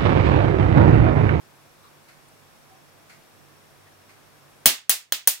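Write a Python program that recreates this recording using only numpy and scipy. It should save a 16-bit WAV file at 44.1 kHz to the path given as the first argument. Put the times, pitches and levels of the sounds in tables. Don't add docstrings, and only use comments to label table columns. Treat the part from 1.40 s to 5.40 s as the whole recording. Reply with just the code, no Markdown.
import sys
import numpy as np
from scipy import signal
from scipy.io import wavfile

SR = 44100
rng = np.random.default_rng(int(sys.argv[2]) if len(sys.argv) > 2 else 0)


def log_audio(samples):
    frames = np.atleast_2d(samples).T
    limited = np.clip(frames, -1, 1)
    pcm = np.round(limited * 32767).astype(np.int16)
    wavfile.write(sys.argv[1], SR, pcm)


N = 176400


def from_db(db):
    return 10 ** (np.asarray(db) / 20)


def rms_one(x):
    return x / np.sqrt(np.mean(x ** 2) + 1e-20)


def at_hz(points, hz):
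    freqs, *columns = np.transpose(points)
    return [np.interp(np.log(hz), np.log(freqs), column) for column in columns]


def butter(x, hz, kind, order=2):
    sections = signal.butter(order, np.clip(hz, 10, .48 * SR), kind, fs=SR, output="sos")
    return signal.sosfilt(sections, x + 1e-18)


def resonate(x, hz, width):
    r = np.exp(-np.pi * width / SR)
    feedback = [1, -2 * r * np.cos(2 * np.pi * hz / SR), r * r]
    return signal.lfilter(np.array([1, 0, -1]) * (1 - r * r) / 2, feedback, x + 1e-18)


def delayed(x, s, size):
    start = int(round(s * SR))
    return np.pad(x, [(0, 0)] * (x.ndim - 1) + [(start, size)])[..., :size]


def noise_bands(likeness, size):
    edges = np.concatenate([np.geomspace(20, 2500, 14)[:-1], np.geomspace(2500, 17000, 14)])
    white = rng.standard_normal((2, 2, size))
    for k, (low, high) in enumerate(zip(edges, edges[1:])):
        mid, side = butter(white[k % 2], [low, high], "band")
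        hz = np.sqrt(low * high)
        alike = np.clip(at_hz(likeness, hz)[0], -1, 1)
        yield hz, np.sqrt((1 + alike) / 2) * mid + np.sqrt((1 - alike) / 2) * np.array([side, -side])


def pan(db):
    return rms_one(from_db([[db / 2], [-db / 2]]))


def hush():
    # f/Hz, relative level/dB
    spectrum = [(25, -9.5), (45, -9), (80, -19.5), (130, -9.5), (250, -4.5), (450, -6), (800, -6),
                (1500, -10), (3200, -16), (6000, -19.5), (10000, -22.5), (15500, -26.5)]
    # f/Hz, left minus right/dB
    balance = [(50, -4), (110, -17.5), (200, -9.5), (380, -0.5), (700, 1), (4000, 0)]
    # f/Hz, likeness
    likeness = [(60, 0.33), (3000, 0.07), (7000, 0.086), (13000, 1)]
    # f/Hz, width/Hz, left level/dB, right level/dB
    tones = [(98.7, 14, -69, -64.5), (145.5, 14.4, -71, -61), (5570, 55, -85, -71), (8930, 70, -75, -88),
             (12830, 180, -76.5, -82.5)]
    air, hum = 0, 0
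    for hz, band in noise_bands(likeness, size=N):
        air += band * from_db(at_hz(spectrum, hz)[0]) * pan(at_hz(balance, hz)[0])
    white = rng.standard_normal((2, N))
    for hz, width, left_db, right_db in tones:
        tone = resonate(resonate(white, hz, width), hz, width)
        hum += from_db([[left_db], [right_db]]) * rms_one(tone)
    return from_db(-54.5) * rms_one(air) + hum


def stirs():
    # t/s, length/s, f/Hz, width/Hz, level/dB
    soft_sounds = [(.46, 0.069, 1160, 80, -56), (.46, 0.056, 3770, 400, -63),
                   (0.887, 0.014, 8950, 1500, -59), (1.346, 0.11, 767, 30, -58.5),
                   (2.478, 0.037, 1930, 200, -59.5)]
    t, out = np.arange(N) / SR, 0
    white = rng.standard_normal((2, N))
    for peak_s, length_s, hz, width, db in soft_sounds:
        swell = np.exp(-(2 * (t - peak_s) / length_s) ** 2)
        out += from_db(db) * swell * rms_one(resonate(white, hz, width))
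    return out


def clock():
    # t/s, level/dB
    ticks = [(.682, -50.5), (1.694, -47), (2.690, -52)]
    # f/Hz, width/Hz, relative level/dB
    tick_rings = [(1470, 280, 6.5), (2070, 400, 10.5), (4250, 530, 2), (6400, 1100, -10), (9300, 590, -13)]
    attack_s, fade_60_db_s = 0.0023, .35
    t, loudness = np.arange(N) / SR, 0
    for start_s, db in ticks:
        age = np.maximum(t - start_s, 0)
        rise = 1 - np.exp(-age / attack_s)
        loudness += rise * from_db(db - 60 * age / fade_60_db_s)
    white = rng.standard_normal((2, N))
    ringing = sum(from_db(db) * resonate(white, hz, width) for hz, width, db in tick_rings)
    return loudness * rms_one(ringing)


def crack(t):
    # f/Hz, width/Hz, gain/dB
    pitches = [(771, 490, 15), (1660, 780, 13.5), (3200, 510, 19), (4184, 170, 23.5), (5020, 88, 10.5),
               (6143, 196, 26), (8580, 1000, 13.5), (9150, 190, 20), (9716, 630, 21.5), (14200, 400, 7.5),
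               (14124, 690, 18.5), (15605, 150, 30)]
    # delay/s, left gain/dB, right gain/dB
    echoes = [(.0006, -3, 7), (.0020, -6, -18), (.0046, -5.5, -14), (.0062, -32.5, -37),
              (.0077, -27, -17.5), (.0086, -8, -30)]
    pulse = -1. * (t == 0)
    direct = sum(from_db(db) * resonate(pulse, hz, width) for hz, width, db in pitches)
    bounced = sum(from_db([[left_db], [right_db]]) * delayed(direct, delay_s, size=len(t))
                  for delay_s, left_db, right_db in echoes)
    return direct + bounced


def kitchen_tail(t):
    # f/Hz, gain/dB, time to fade by 60 dB/s, left minus right/dB
    room = [(59.9, -33, 0.17, 7.5), (170, -22, 0.12, -7), (272, -19.5, 0.2, -26), (400, -27.5, 0.23, -17),
            (750, -19, 0.21, -15.5), (1500, -21.5, .28, -9), (2260, -14, 0.26, -9),
            (3430, -10.5, 0.24, -1.5), (5040, -13, 0.23, -2.5), (8000, -13, 0.21, 1),
            (10200, -11.5, 0.17, -2), (11800, -15.5, 0.16, 3), (14500, -9, 0.16, 2),
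            (15700, -16, 0.17, -3.5)]
    # f/Hz, likeness
    likeness = [(60, .2), (640, 0.6), (1400, 0.32), (3100, -0.14), (6800, 0.15), (10000, 0.16),
                (14000, 0.94)]
    delay_s, build_s = 0.0033, 0.00033
    tail = 0
    for hz, band in noise_bands(likeness, size=len(t)):
        db, fade_60_db_s, balance_db = at_hz(room, hz)
        tail += band * pan(balance_db) * from_db(db - 60 * t / fade_60_db_s)
    rise = 1 - np.exp(-(t / build_s) ** 2)
    return delayed(tail * rise, delay_s, size=len(t))


def sparks():
    # t/s, strength/dB, bass/dB, presence (upper middle)/dB, treble/dB,
    # sizzle/dB, sizzle decay/s, room tail/dB, thump/dB
    snaps = [(3.2579, 14, 6, 0.5, -0.5, -16, .003, 6, -35.5), (3.4953, 9, -10, -2, 1, -3, 0.0017, 5.5, -66),
             (3.7230, 7.5, -5.5, 0, -9, -44.5, 0.0015, 1.5, -54),
             (3.8743, 13, -15, -2.5, 4, -13, 0.00096, -1.5, -90)]
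    snap_length_s, sizzle_band_hz = 0.46, (3200, 11000)
    thump_hz, thump_fade_60_db_s = 99.4, .13
    t = np.arange(int(snap_length_s * SR)) / SR
    near_crack, out = crack(t), 0
    thump = np.sin(2 * np.pi * thump_hz * t) * from_db(-60 * t / thump_fade_60_db_s)
    for start_s, db, bass_db, presence_db, treble_db, sizzle_db, sizzle_s, room_db, thump_db in snaps:
        sizzle = butter(rng.standard_normal(len(t)), sizzle_band_hz, "band") * np.exp(-t / sizzle_s)
        snap = near_crack + from_db(sizzle_db) * sizzle + from_db(room_db) * kitchen_tail(t)
        snap += (from_db(bass_db) - 1) * butter(snap, hz=490, kind="low", order=1)
        snap += (from_db(presence_db) - 1) * resonate(snap, hz=3340, width=1900)
        snap += (from_db(treble_db) - 1) * resonate(snap, hz=11700, width=13500)
        snap += from_db(thump_db) * thump
        out += from_db(db) * delayed(snap, start_s, size=N)
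    return out


def scene():
    return sparks() + clock() + stirs() + hush()


def record(dry):
    threshold_db, max_cut_db, attack_s, release_db_per_s = -16, 14, 0.0022, 55
    ceiling, low_cut_hz, high_cut_hz = .85, 15, 15900
    peak_db = 20 * np.log10(np.abs(dry).max(axis=0) + 1e-9)
    fall_db = release_db_per_s * np.arange(N) / SR
    held_db = np.maximum.accumulate(peak_db + fall_db) - fall_db
    wanted_cut_db = np.clip(held_db - threshold_db, 0, max_cut_db)
    lag = np.exp(-1 / (attack_s * SR))
    cut_db = signal.lfilter([1 - lag], [1, -lag], wanted_cut_db)
    squashed = ceiling * np.tanh(dry * from_db(-cut_db) / ceiling)
    trimmed = butter(squashed, low_cut_hz, "high", order=1)
    treble_filter = signal.firwin(161, high_cut_hz, fs=SR)
    return signal.fftconvolve(trimmed, treble_filter[None], "same", axes=1)


dry = scene()
out = record(dry)
log_audio(out)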